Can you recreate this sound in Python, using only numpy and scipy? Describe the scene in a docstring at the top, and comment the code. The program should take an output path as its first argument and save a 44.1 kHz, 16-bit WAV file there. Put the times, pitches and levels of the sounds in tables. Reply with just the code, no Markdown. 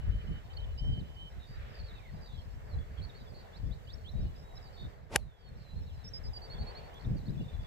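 """Gusts buffet both microphone ports, songbirds whistle and trill from the right, and then
an iron strikes a golf ball off the turf of an open hillside course.
Wind and hiss are shaped noise, bird notes are gliding sines with scattered echoes, the swing
is rough noise with a hum, and the strike is soft clicks ringing short modes amid torn turf."""
import sys
import numpy as np
from scipy import signal
from scipy.fft import rfft, irfft
from scipy.io import wavfile

SR = 44100
rng = np.random.default_rng(int(sys.argv[2]) if len(sys.argv) > 2 else 0)


def dump_mix(stems):
    """Bounce the given channels to the path in sys.argv[1] as a 16-bit WAV at rate SR."""
    frames = np.atleast_2d(stems).T  # one column per channel
    limited = np.clip(frames, -1, 1)  # hard clip at full scale
    pcm = np.round(limited * 32767).astype(np.int16)
    wavfile.write(sys.argv[1], SR, pcm)


N = 338082

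RIGHT_SOURCE_LAG_S = .00049   # sound from the right reaches the left port this much later


def from_db(db):
    """Turn decibels into gain."""
    return 10 ** (np.asarray(db) / 20)


def rms_one(x):
    """Scale to an average strength (rms) of 1."""
    return x / np.sqrt(np.mean(x ** 2) + 1e-20)


def in_time(rows):
    """Join the points of a table by straight lines: one curve per column after the time."""
    time_s, *columns = np.transpose(rows)
    return [np.interp(np.arange(N) / SR, time_s, column) for column in columns]


def drift(rate_hz):
    """Slow random wandering with spread 1: noise at every 40th sample, smoothed twice."""
    pole = np.exp(-80 * np.pi * rate_hz / SR)
    noise = rng.standard_normal(N // 40 + 2002)
    slow = signal.lfilter([1], [1, -2 * pole, pole * pole], noise)[2000:]   # skip the settling
    return np.interp(np.arange(N) / 40, np.arange(len(slow)), rms_one(slow))


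def coloured(spectrum, channels, size=N):
    """Unrelated noises of the given spectrum, almost silent outside it; rms 1 overall."""
    hz, db = np.transpose(spectrum)
    log_hz = np.log(np.fft.rfftfreq(size, 1 / SR) + 1)
    shape = from_db(np.interp(log_hz, np.log(hz), db, left=-90, right=-90))
    return rms_one(irfft(rfft(rng.standard_normal((channels, size))) * shape, size))


def butter(order, hz, x, kind="low"):
    """Filter a sound with a smooth low-pass, high-pass or band-pass."""
    return signal.sosfilt(signal.butter(order, hz, kind, fs=SR, output="sos"), x)


def late(x, lag_s):
    """The same sound a fraction of a millisecond later."""
    return np.interp(np.arange(N) - lag_s * SR, np.arange(N), x)


# spectrum of the capsule hiss: (frequency [Hz], level [dB per Hz])
HISS_SPECTRUM = [(2500, 2), (6170, -1.5), (7830, -1.5), (9580, -12.5), (11000, -10), (12600, -5.5),
                 (16500, -5)]
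HISS_DB, HISS_TREBLE_LEFT_DB, HISS_DIP_SHARE = -71.5, -.6, 0.97


def capsule_hiss(dip_db):
    """Steady noise of each capsule, a little weaker on the left and weaker still in its treble."""
    hiss = coloured(HISS_SPECTRUM, channels=2)
    hiss[0] += (from_db(HISS_TREBLE_LEFT_DB) - 1) * butter(4, 10500, hiss[0], "high")
    left_right_gain = from_db([[-1.8], [0]])
    return from_db(HISS_DB + HISS_DIP_SHARE * dip_db) * hiss * left_right_gain


# spectrum of wind in far grass and heath: (frequency [Hz], level [dB per Hz])
RUSH_SPECTRUM = [(150, -23), (290, -14.5), (432, -3.5), (722, -7), (1230, -15), (1810, -14), (2510, -20.5),
                 (3760, -27.5), (6000, -39.5)]
# strength of the far wind before its dip: (time [s], level [dB])
FAR_WIND_LEVEL = [(0, -59), (.9, -59.5), (2.3, -60), (3.4, -56.5), (4.1, -59.5), (4.45, -56.5), (6.3, -59),
                  (6.75, -51.5), (7.2, -60.5), (7.67, -57)]
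# extra level of its bands above 1150 Hz: (time [s], level [dB])
UPPER_WIND_LEVEL = [(0, 4), (.7, 1), (1.1, -1), (1.6, 5), (2.2, 1), (3.0, 0), (3.9, -2), (4.7, -0.5),
                    (5.6, 0), (6.6, -1), (7.2, -2.5), (7.67, 2.5)]
RUSH_LIKENESS, RUSH_LEFT_DB = 0.27, -0.5   # share of power common to both ports; left trim
RUSH_PATCHY_DB, RUSH_GRAIN_DB = 1.5, 1     # slow and fast wandering of each band


def far_wind(dip_db):
    """Wind rushing through grass and heath: noise in patchy, grainy bands, partly from the right."""
    (rush_db,), (upper_db,) = in_time(FAR_WIND_LEVEL), in_time(UPPER_WIND_LEVEL)
    common, own_left, own_right = coloured(RUSH_SPECTRUM, channels=3)
    common_gain, own_gain = np.sqrt(RUSH_LIKENESS), np.sqrt(1 - RUSH_LIKENESS)
    left = common_gain * late(common, RIGHT_SOURCE_LAG_S) + own_gain * own_left
    right = common_gain * common + own_gain * own_right
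    bins = rfft([left * from_db(RUSH_LEFT_DB), right])
    hz = np.fft.rfftfreq(N, 1 / SR)
    edges_hz = (0, 380, 650, 1150, 2300, SR)
    rush = 0
    for low, high in zip(edges_hz, edges_hz[1:]):
        patch_db = RUSH_PATCHY_DB * drift(3.5) + RUSH_GRAIN_DB * drift(35)
        patch_db = patch_db + upper_db * (low > 1000)
        rush = rush + from_db(patch_db) * irfft(bins * (hz >= low) * (hz < high), N)
    return from_db(rush_db + dip_db + 1.3 * drift(2.7)) * rush


PORT_LIKENESS = 0.13   # share of the buffeting power common to both ports


def at_ports(spectrum):
    """Buffeting noise, mostly unrelated at the two ports."""
    both, *own = coloured(spectrum, channels=3)
    return np.sqrt(PORT_LIKENESS) * both + np.sqrt(1 - PORT_LIKENESS) * np.array(own)


# buffets: (time of the peak [s], rumble level [dB], left minus right [dB],
#           flutter above the rumble [dB])
BUFFETS = [(.02, -34, -2.5, -15.5), (.14, -33.5, 5, -19.5), (0.295, -39, 1.5, -6), (.6, -39, 2, -36),
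           (.72, -36.5, 6, -18.5), (.88, -33, 2, -13), (1.01, -43, -3, 0), (1.36, -48, -3, -17),
           (1.6, -41.5, -1, -17.5), (1.84, -40.5, 1, -22), (2.17, -45, 4, -7), (2.34, -42.5, 1, -6.5),
           (2.52, -45, 2, -26), (2.78, -39, -4.5, -14), (3.0, -47, -16, -11.5), (3.682, -37.5, 9, -8.5),
           (3.9, -44.5, 7, -7.5), (4.08, -44.5, -8, -5), (4.226, -33.5, 4, -9.5), (4.82, -46, -8, -3),
           (5.19, -33.5, -7.5, -11.5), (5.56, -43, 2, -2.5), (5.77, -37.5, -4, -9), (5.959, -43, 4.5, -24),
           (6.281, -39.5, 5.5, -12), (6.601, -39, 4.5, -6.5), (7.108, -38, 0.5, 0), (7.335, -46, -4, 5),
           (7.4, -49, 0, 7), (7.59, -40, 2.5, -12)]
# spectrum of the deep rumble: (frequency [Hz], level [dB per Hz])
RUMBLE_SPECTRUM = [(15, -20.5), (24, -5), (45, 2.5), (90, 0), (160, -27)]
# spectrum of the faster flutter: (frequency [Hz], level [dB per Hz])
FLUTTER_SPECTRUM = [(70, -20), (120, 2), (200, -7.5), (320, -21), (800, -38)]
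# each buffet stays at its peak for the hold time on either side
GUST_RISE_DB_PER_S, GUST_FALL_DB_PER_S, GUST_HOLD_S = 239, 180, 0.034
BREEZE_DB, BREEZE_FLUTTER_DB = -50.5, -57   # always present beneath the buffets


def gusts():
    """Air buffeting the ports: lumpy deep rumble and faster flutter that rise, hold and fall."""
    t = np.arange(0, N, 40) / SR
    peak_s, peak_db, pan_db, flutter_db = np.transpose(BUFFETS)[:, :, None]
    rise_db = GUST_RISE_DB_PER_S * (peak_s - GUST_HOLD_S - t)
    fall_db = GUST_FALL_DB_PER_S * (t - peak_s - GUST_HOLD_S)
    shape_db = peak_db - np.maximum(0, np.maximum(rise_db, fall_db))

    def total(extra_db, base_db):
        """Add the powers of the breeze and all buffets."""
        return np.sqrt(from_db(2 * base_db) + from_db(2 * (shape_db + extra_db)).sum(axis=0))

    left, right = total(pan_db / 2, BREEZE_DB), total(-pan_db / 2, BREEZE_DB)
    flutter = total(flutter_db, BREEZE_FLUTTER_DB)
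    left, right, flutter = in_time(np.transpose([t, left, right, flutter]))
    shared = drift(10)
    lumps_db = np.array([1.5 * shared + 2.2 * drift(13) for port in range(2)])
    rumble = np.array([left, right]) * from_db(lumps_db) * at_ports(RUMBLE_SPECTRUM)
    return rumble + flutter * from_db(1.75 * lumps_db) * at_ports(FLUTTER_SPECTRUM)


# small dry ticks, perhaps shoe or clothing: (time [s], level [dB], pitch [Hz])
DRY_TICKS = [(5.4879, -69, 7900), (6.9431, -57.5, 6000), (7.1831, -63, 6100), (7.3064, -62, 5020)]


def ticks():
    """Each tick is a dying mix of a tone and noise, a few milliseconds long, without bass."""
    out, t = np.zeros(N), np.arange(int(.012 * SR)) / SR
    for start_s, level_db, hz in DRY_TICKS:
        grain = np.sin(2 * np.pi * hz * t) + 0.59 * rng.standard_normal(len(t))
        first = int(start_s * SR)
        out[first:first + len(t)] += from_db(level_db - 60 * t / 0.019) * grain
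    return butter(2, 2500, out, "high")


# Every bird note below becomes one row: (start [s], length [s], start pitch [Hz],
# middle pitch [Hz], end pitch [Hz], level [dB], throbs [per s], swell [dB per s])
SWELL_DB_PER_S = 25   # most notes grow towards their end
CHATTER_DB = -80.5    # level of the faintest chatter away from the stroke


def far_chatter():
    """Many short faint notes from birds further off, mostly falling in pitch."""
    when, long, pitch, glide, level = rng.random((600, 5)).T
    start_s = when * N / SR
    hz = 2800 * (5500 / 2800) ** pitch
    end_hz = hz * (1 + 0.08 * (glide - .65))
    throbs = np.where(long > .5, 75.0, 0)
    quieter_db = 6 * (abs(start_s - 5.25) < .3)   # around the stroke
    level_db = CHATTER_DB + 7 * level ** 3 - quieter_db
    swell = np.full(600, SWELL_DB_PER_S)
    length_s = .012 + 0.045 * long
    rows = [start_s, length_s, hz, (hz + end_hz) / 2, end_hz, level_db, throbs, swell]
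    return [*np.transpose(rows)]


# whistles on one pitch: (start [s], length [s], pitch [Hz], level [dB])
HELD_WHISTLES = [(0.0, 0.098, 2990, -66.5), (0.103, 0.14, 3056, -62), (0.266, 0.14, 3040, -59.5),
                 (0.493, 0.043, 3080, -57.5), (0.568, 0.095, 3080, -54.5), (0.668, 0.07, 3000, -66),
                 (0.772, 0.023, 2960, -58.5), (0.781, 0.24, 3080, -52), (1.018, 0.2, 3070, -68.5),
                 (1.162, 0.14, 3076, -55), (1.465, .11, 4770, -68), (2.12, 0.054, 4950, -73),
                 (4.11, .15, 3820, -73), (4.251, 0.06, 2960, -70), (4.42, .14, 3850, -73),
                 (4.57, 0.013, 3930, -56), (0.531, 0.011, 4630, -59), (4.673, .02, 3950, -68),
                 (4.115, 0.012, 5620, -69.5), (5.756, 0.047, 4210, -65), (5.6, .042, 4250, -71),
                 (7.2, .026, 3980, -72), (7.348, .02, 2550, -70), (7.374, 0.038, 3500, -66),
                 (7.402, .028, 2850, -65), (7.478, .035, 3600, -59)]
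HELD_SCOOP, HELD_SAG = 0.0193, 0.012   # enters and leaves flat by these shares of the pitch
HELD_SWELL_DB_PER_S = -6               # fades slightly


def held_whistles():
    """Nearly steady whistles that scoop up at the start and sag at the end."""
    return [(s, length, hz * (1 - HELD_SCOOP), hz, hz * (1 - HELD_SAG), db, 0, HELD_SWELL_DB_PER_S)
            for s, length, hz, db in HELD_WHISTLES]


# falling whistles: (start [s], length [s], from [Hz], to [Hz],
#                    share of the drop done half way [1], end level [dB], growth over the note [dB])
FALLING_WHISTLES = [(.497, .05, 3860, 3620, 0.73, -71, 2), (0.813, 0.18, 5630, 3800, 0.27, -71, -1),
                    (0.987, 0.03, 5200, 3450, 0.55, -56.5, 8), (.567, .011, 4520, 4220, .5, -50, 0),
                    (7.528, .025, 4080, 3850, .4, -68, 0), (2.725, .025, 4200, 3970, .5, -61, 1),
                    (2.4, .06, 5260, 4850, .5, -74, 0), (3.091, 0.019, 3850, 3400, 0.35, -60, -3),
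                    (3.192, 0.045, 4900, 4580, .3, -70, 0), (3.261, 0.028, 3610, 3390, .7, -63.5, 2),
                    (3.276, 0.04, 5060, 4570, .3, -64, 8), (5.19, .06, 4480, 3860, .62, -77, -7),
                    (5.243, .275, 3890, 3070, .7, -75, -3), (5.359, .15, 5050, 4250, .68, -60, 26),
                    (3.936, 0.012, 5650, 5200, .4, -56, 0), (5.637, .117, 4130, 4085, 2.6, -67, 3),
                    (5.384, 0.038, 5200, 4980, 0.64, -79, 2), (5.458, 0.098, 3800, 3550, 0.68, -82, -4),
                    (6.68, 0.04, 3870, 3430, .4, -70, 3), (7.164, 0.035, 4700, 3640, 0.25, -66, -3),
                    (7.437, 0.029, 3850, 3400, 0.45, -65, 0)]


def falling_whistles():
    """Whistles that slide down, each with its own curve and growth."""
    return [(s, length, a, a + done * (b - a), b, db, 0, growth_db / length)
            for s, length, a, b, done, db, growth_db in FALLING_WHISTLES]


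# rising whistles: (start [s], length [s], from [Hz], to [Hz], level [dB])
RISING_SWEEPS = [(3.527, 0.058, 3320, 5020, -63.5), (3.708, 0.041, 3430, 4800, -63),
                 (3.865, 0.085, 2830, 5680, -56), (4.043, 0.063, 2960, 4350, -54)]
SWEEP_HALF_WAY = .33         # share of the rise done half way: sweeps steepen
SWEEP_SWELL_DB_PER_S = 70    # and grow louder towards the top


def rising_sweeps():
    """Whistles that sweep upwards, faster and louder towards the top."""
    return [(s, length, a, a + SWEEP_HALF_WAY * (b - a), b, db, 0, SWEEP_SWELL_DB_PER_S)
            for s, length, a, b, db in RISING_SWEEPS]


# runs of one short note moving in pitch: (first start [s], last start [s], spacing [s],
#   note length [s], first pitch [Hz], last pitch [Hz], slide down as share of pitch [1], level [dB])
NOTE_RUNS = [(0.602, 0.639, .036, 0.0095, 4060, 3560, 0.045, -55),
             (1.956, 2.08, .031, 0.024, 2790, 2110, 0.13, -62.5),
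             (2.386, 2.414, .03, 0.011, 4500, 4370, 0.041, -67),
             (3.847, 4.061, .0265, 0.0071, 4800, 4330, 0.047, -64.5),
             (6.994, 7.034, .014, .009, 3920, 3980, -.24, -60),
             (7.531, 7.644, .056, 0.03, 3580, 3480, 0.035, -64)]
RUN_SCATTER_DB = 1.5   # random spread of the note levels


def note_runs():
    """Quick repeats of one sliding note, stepping evenly in time and pitch."""
    rows = []
    for first, last, spacing, length, a, b, slide, db in NOTE_RUNS:
        for share in np.linspace(0, 1, round((last - first) / spacing) + 1):
            hz = a + share * (b - a)
            level_db = db + RUN_SCATTER_DB * rng.normal()
            rows.append((first + share * (last - first), length, hz, hz * (1 - slide / 2),
                         hz * (1 - slide), level_db, 0, SWELL_DB_PER_S))
    return rows


# throbbing notes: (start [s], length [s], from [Hz], to [Hz],
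#                   bow of the middle above a straight glide [Hz], level [dB], throbs [per s])
TRILLED_NOTES = [(0.776, 0.038, 4950, 5150, -60.5, -56, 100), (1.39, 0.08, 3850, 3590, 23, -65, 96),
                 (1.625, 0.075, 3370, 3520, -42, -71, 55), (1.682, 0.06, 5070, 4900, 30.5, -73, 83),
                 (1.741, 0.086, 4900, 4200, 65, -60, 82), (1.832, 0.07, 4650, 4150, 30, -59, 81),
                 (1.882, .042, 4000, 3550, 20, -58, 90), (1.929, 0.068, 3940, 3500, 33, -60, 95),
                 (2.207, 0.081, 5110, 4760, -250, -63.5, 75), (2.248, .18, 4000, 3180, -150, -62, 94),
                 (2.315, .055, 4120, 3780, 20, -67, 90), (2.69, 0.049, 4700, 4000, -1.5, -66, 95),
                 (2.783, 0.052, 3450, 3240, 58, -64, 49), (2.971, 0.038, 3330, 3140, 22, -60, 83),
                 (3.016, 0.045, 4110, 4280, 253, -57, 85), (3.143, 0.045, 4290, 4480, 44, -63.5, 120),
                 (3.18, 0.048, 3960, 3700, 40, -68, 105), (3.338, 0.091, 4360, 4540, 13, -62, 320),
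                 (4.352, .1, 5000, 5300, -28, -68, 70), (4.552, 0.036, 5200, 5050, 80.5, -59, 80),
                 (4.615, 0.078, 5150, 4520, -100, -64.5, 72), (4.732, .11, 4480, 4420, -4, -65.5, 73),
                 (4.764, 0.11, 3674, 3620, 24, -58, 65), (5.575, 0.075, 4680, 4500, 0, -73, 92),
                 (5.86, 0.071, 4590, 2820, -120, -64, 150), (5.982, 0.09, 4380, 3570, -77, -71, 90),
                 (6.129, 0.051, 3980, 2850, 50, -66.5, 53), (6.241, 0.11, 4400, 3300, 97, -72, 78),
                 (6.296, 0.12, 2780, 3050, -2, -71, 63), (6.53, 0.061, 3290, 3300, 196, -60, 57),
                 (6.93, 0.066, 3080, 3400, 165, -55.5, 83), (7.044, 0.016, 3750, 3550, 0, -60, 57),
                 (7.255, .03, 4200, 4500, 6, -63, 78), (7.281, 0.021, 3600, 3950, 100, -61, 85),
                 (7.293, 0.024, 4800, 4880, 52, -68.5, 110), (7.331, 0.026, 3800, 3400, 0, -67, 94)]


def trilled_notes():
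    """Gliding notes that throb quickly."""
    return [(s, length, a, (a + b) / 2 + bow, b, db, throbs, SWELL_DB_PER_S)
            for s, length, a, b, bow, db, throbs in TRILLED_NOTES]


# the nearest song, ten hooked notes: (start [s], pitch [Hz],
#   entry above the pitch as share [1], exit above the pitch as share [1], level [dB])
NEAREST_SONG = [(6.04, 5240, 0.058, 0.15, -53), (6.133, 5020, 0.028, 0.065, -45.5),
                (6.233, 4920, 0.07, 0.11, -53.5), (6.33, 4720, 0.053, 0.037, -50),
                (6.415, 4610, -.045, -0.0085, -53.5), (6.497, 4430, -0.047, 0.00039, -53.5),
                (6.582, 4440, -0.036, -0.00069, -57.5), (6.663, 4410, -0.0074, 0.031, -51),
                (6.747, 4440, -0.11, -0.037, -52.5), (6.828, 4470, -0.058, -0.037, -64)]
SONG_NOTE_S = .058


def nearest_song():
    """Equal-length notes that hook into and out of their middle pitch."""
    return [(s, SONG_NOTE_S, hz * (1 + entry), hz, hz * (1 + leave), db, 0, SWELL_DB_PER_S)
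            for s, hz, entry, leave, db in NEAREST_SONG]


ECHO_DB, ECHO_T60_S = -10, .3   # T60: time to fall by 60 dB


def hillside(x):
    """Scattered echoes off ground and trees: a short dying noise tail at each port."""
    t = np.arange(int(.3 * SR)) / SR
    tail = rng.standard_normal((2, len(t))) * from_db(-60 * t / ECHO_T60_S) * (t > .004)
    tail = tail / np.sqrt(np.sum(tail ** 2, axis=1, keepdims=True))
    return from_db(ECHO_DB) * signal.fftconvolve(x[None], tail, axes=1)[:, :N]


BIRD_LEFT_DB = -4.5   # heard from the right: weaker at the left port
TRILL_DEPTH, TRILL_FLICK_HZ = .95, 110
WAVER_DB, TILT_DB_PER_OCTAVE = 2.2, -10
NEAR_DRYNESS, FAR_LEVEL_DB = .5, -68   # louder birds are nearer: echo dB lost per dB above far level


def birds():
    """Sines on curved glides; trills throb in level and flick in pitch; moving air frays them all."""
    left, right, echoed = np.zeros((3, N))
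    waver, fray = drift(20), drift(90)
    ears = ((left, RIGHT_SOURCE_LAG_S, BIRD_LEFT_DB / 2), (right, 0, -BIRD_LEFT_DB / 2))
    rows = (far_chatter() + held_whistles() + falling_whistles() + rising_sweeps()
            + note_runs() + trilled_notes() + nearest_song())
    for start_s, length, start_hz, mid_hz, end_hz, level_db, throbs, swell in rows:
        pitch = np.polyfit([0, length / 2, length], [start_hz, mid_hz, end_hz], deg=2)
        cycles = np.polyint(pitch)
        steep = min(abs(end_hz - start_hz) / length / 40000, .6)   # fast glides are rougher
        lowest_hz = min(start_hz, mid_hz, end_hz)
        at = np.arange(int(start_s * SR), min(N, int((start_s + length) * SR)))
        for ear, lag, ear_db in ears:
            t = at / SR - start_s - lag
            wobble = (.3 * fray[at] + .8 * waver[at]) * (throbs > 0)
            throb = np.sin(2 * np.pi * throbs * t + wobble)
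            rise = np.clip(t / (0.002 + 0.07 * length), 0, 1)
            fall = np.clip((length - t) / (0.001 + .14 * length), 0, 1)
            fade = np.sin(np.pi / 2 * rise * fall) ** 2
            # a glide is loudest at its low end, except on long rises
            high_db = TILT_DB_PER_OCTAVE * np.log2(np.polyval(pitch, t) / lowest_hz)
            high_db = high_db * (end_hz < 1.3 * start_hz)
            swell_db = swell * (t - length)
            level = from_db(level_db + ear_db + swell_db + high_db + WAVER_DB * waver[at]) * fade
            flick = TRILL_FLICK_HZ / max(throbs, 1) * throb
            phase = 2 * np.pi * np.polyval(cycles, t) + flick + (0.07 + steep) * fray[at]
            note = np.sqrt(2) * level * (1 + TRILL_DEPTH * throb) ** 0.59 * np.sin(phase)
            ear[at] += note
            echoed[at] += note * from_db(-NEAR_DRYNESS * max(level_db - FAR_LEVEL_DB, 0))
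    return np.array([left, right]) + hillside(echoed)


# club head cutting the air: (time [s], level [dB], eddy shedding [Hz])
DOWNSWING = [(5.08, -80.5, 348.7), (5.105, -53, 444), (5.125, -42.5, 640), (5.15, -41, 900),
             (5.158, -31, 950), (5.168, -57, 940), (5.19, -61.5, 703), (5.23, -74, 500)]
# spectrum of the swish before filtering: (frequency [Hz], level [dB per Hz])
SWISH_SPECTRUM = [(120, -9), (300, -5), (524, 1), (849, -5), (1530, -10), (2200, -11), (3530, -21),
                  (5600, -24.5), (15000, -36)]
# the treble grows with this power of the shedding pitch; the level flickers by this spread
SWISH_BRIGHT_POWER, SWISH_ROUGH_DB = 1.5, 1.6


def swish():
    """Rough turbulence off shaft and head; treble and eddy hum climb as the club speeds up."""
    level_db, shedding_hz = in_time(DOWNSWING)
    mid, left, right = coloured(SWISH_SPECTRUM, channels=3)
    low = butter(2, 1600, mid)   # the low part is the same at both ports: straight ahead
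    wide = butter(2, 1600, [mid + .6 * left, mid + .6 * right], "high")
    wide = butter(2, 11000, wide) * (shedding_hz / 700) ** SWISH_BRIGHT_POWER
    hum = drift(160) * np.sin(2 * np.pi * np.cumsum(shedding_hz) / SR)
    return from_db(level_db + SWISH_ROUGH_DB * drift(120)) * (low + wide + .7 * hum)


STRIKE_START, STRIKE_SIZE = int(5.14 * SR), int(.25 * SR)   # in samples
# sole meets turf, edge nicks ball, face meets ball, rebound, two ground echoes:
# (time [s], level [dB], softness cut [Hz])
BLOWS = [(5.15735, 5.5, 320), (5.15971, -5.3, 2210), (5.16014, -14.4, 7450), (5.16087, -10.1, 3360),
         (5.16221, -20.4, 3030), (5.16334, -12.4, 1080)]
STRIKE_RIGHT_LAG_S = .00002   # the ball lies a little left of the axis


def contact_push():
    """Each contact is a click; a softer contact has less treble."""
    push = np.zeros((2, STRIKE_SIZE))
    port_lag_s = np.array([[0], [STRIKE_RIGHT_LAG_S]])
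    for time_s, level_db, cut_hz in BLOWS:
        place = (time_s + port_lag_s) * SR - STRIKE_START
        click = np.sinc(np.arange(STRIKE_SIZE) - place) * from_db(level_db)
        push += butter(2, min(cut_hz, .4 * SR), click)
    return push


# ringing modes of club head and ball: (frequency [Hz], level [dB], time to fall by 60 dB [s],
#                                       left minus right [dB])
HEAD_AND_BALL = [(100, -34, .043, -1), (480, -24, .025, -.5), (786, -20, .017, 1.5), (1379, 5.4, .0027, 3),
                 (1740, 9.4, .0013, 3), (3060, -6, .009, 0), (4658, -9, .011, -3), (5365, -2.5, .0026, -1),
                 (6115, 1.2, .0037, -2.5), (7500, -3, .005, 4), (10350, 10.5, .0048, 5.5),
                 (11900, 5, .003, 2)]


def head_and_ball():
    """The contacts push short resonances of head and ball, which ring and die."""
    push, sound = contact_push(), np.zeros((2, STRIKE_SIZE))
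    for k, (hz, level_db, t60, pan_db) in enumerate(HEAD_AND_BALL):
        r, w = from_db(-60 / (t60 * SR)), 2 * np.pi * hz / SR
        ring = signal.lfilter([0, np.sin(w)], [1, -2 * r * np.cos(w), r * r], push)
        sign = (-1) ** (k - (hz > 1000))
        sound += from_db(level_db + pan_db * np.array([[.5], [-.5]])) * ring * sign
    return butter(8, 12300, sound)   # softens the highest ringing


CRACK_DB, BRUSH_T60_S, CRACK_T60_S = -29, .008, .018   # swells into the blow, then dies
DIVOT_DB, DIVOT_T60_S = -63, .3                        # flying turf rustles on


def torn_turf():
    """A burst of hissy noise around the moment the edge nicks the ball, with a rustling tail."""
    after = np.arange(STRIKE_SIZE) / SR + STRIKE_START / SR - BLOWS[1][0]
    turf = butter(4, [1500, 13000], rng.standard_normal((2, STRIKE_SIZE)), "band")
    decay = np.where(after > 0, after / CRACK_T60_S, -after / BRUSH_T60_S)
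    crack = turf * from_db(CRACK_DB - 60 * decay)
    return crack + turf * from_db(DIVOT_DB - 60 * after / DIVOT_T60_S) * (after > 0)


def strike():
    """The blow: ringing head and ball together with torn turf."""
    out = np.zeros((2, N))
    out[:, STRIKE_START:STRIKE_START + STRIKE_SIZE] = head_and_ball() + torn_turf()
    return out


# wind and hiss dip around the stroke and come back slowly: (time [s], level [dB])
STROKE_DIP = [(4.9, -0.5), (5.02, -8), (5.38, -9.5), (5.6, -3.5), (6.3, 0.5)]


def scene():
    """Everything at the two microphone ports, from background to main source."""
    dip_db, = in_time(STROKE_DIP)
    background = capsule_hiss(dip_db) + far_wind(dip_db) + from_db(dip_db) * gusts()
    return background + ticks() + birds() + swish() + strike()


CUTOFF_HZ = 15850


def record(dry):
    """A steep low-pass removes the highest treble: 70 dB down from the cutoff upwards."""
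    return signal.sosfilt(signal.cheby2(24, 70, CUTOFF_HZ, fs=SR, output="sos"), dry)


dry = scene()
out = record(dry)
dump_mix(out)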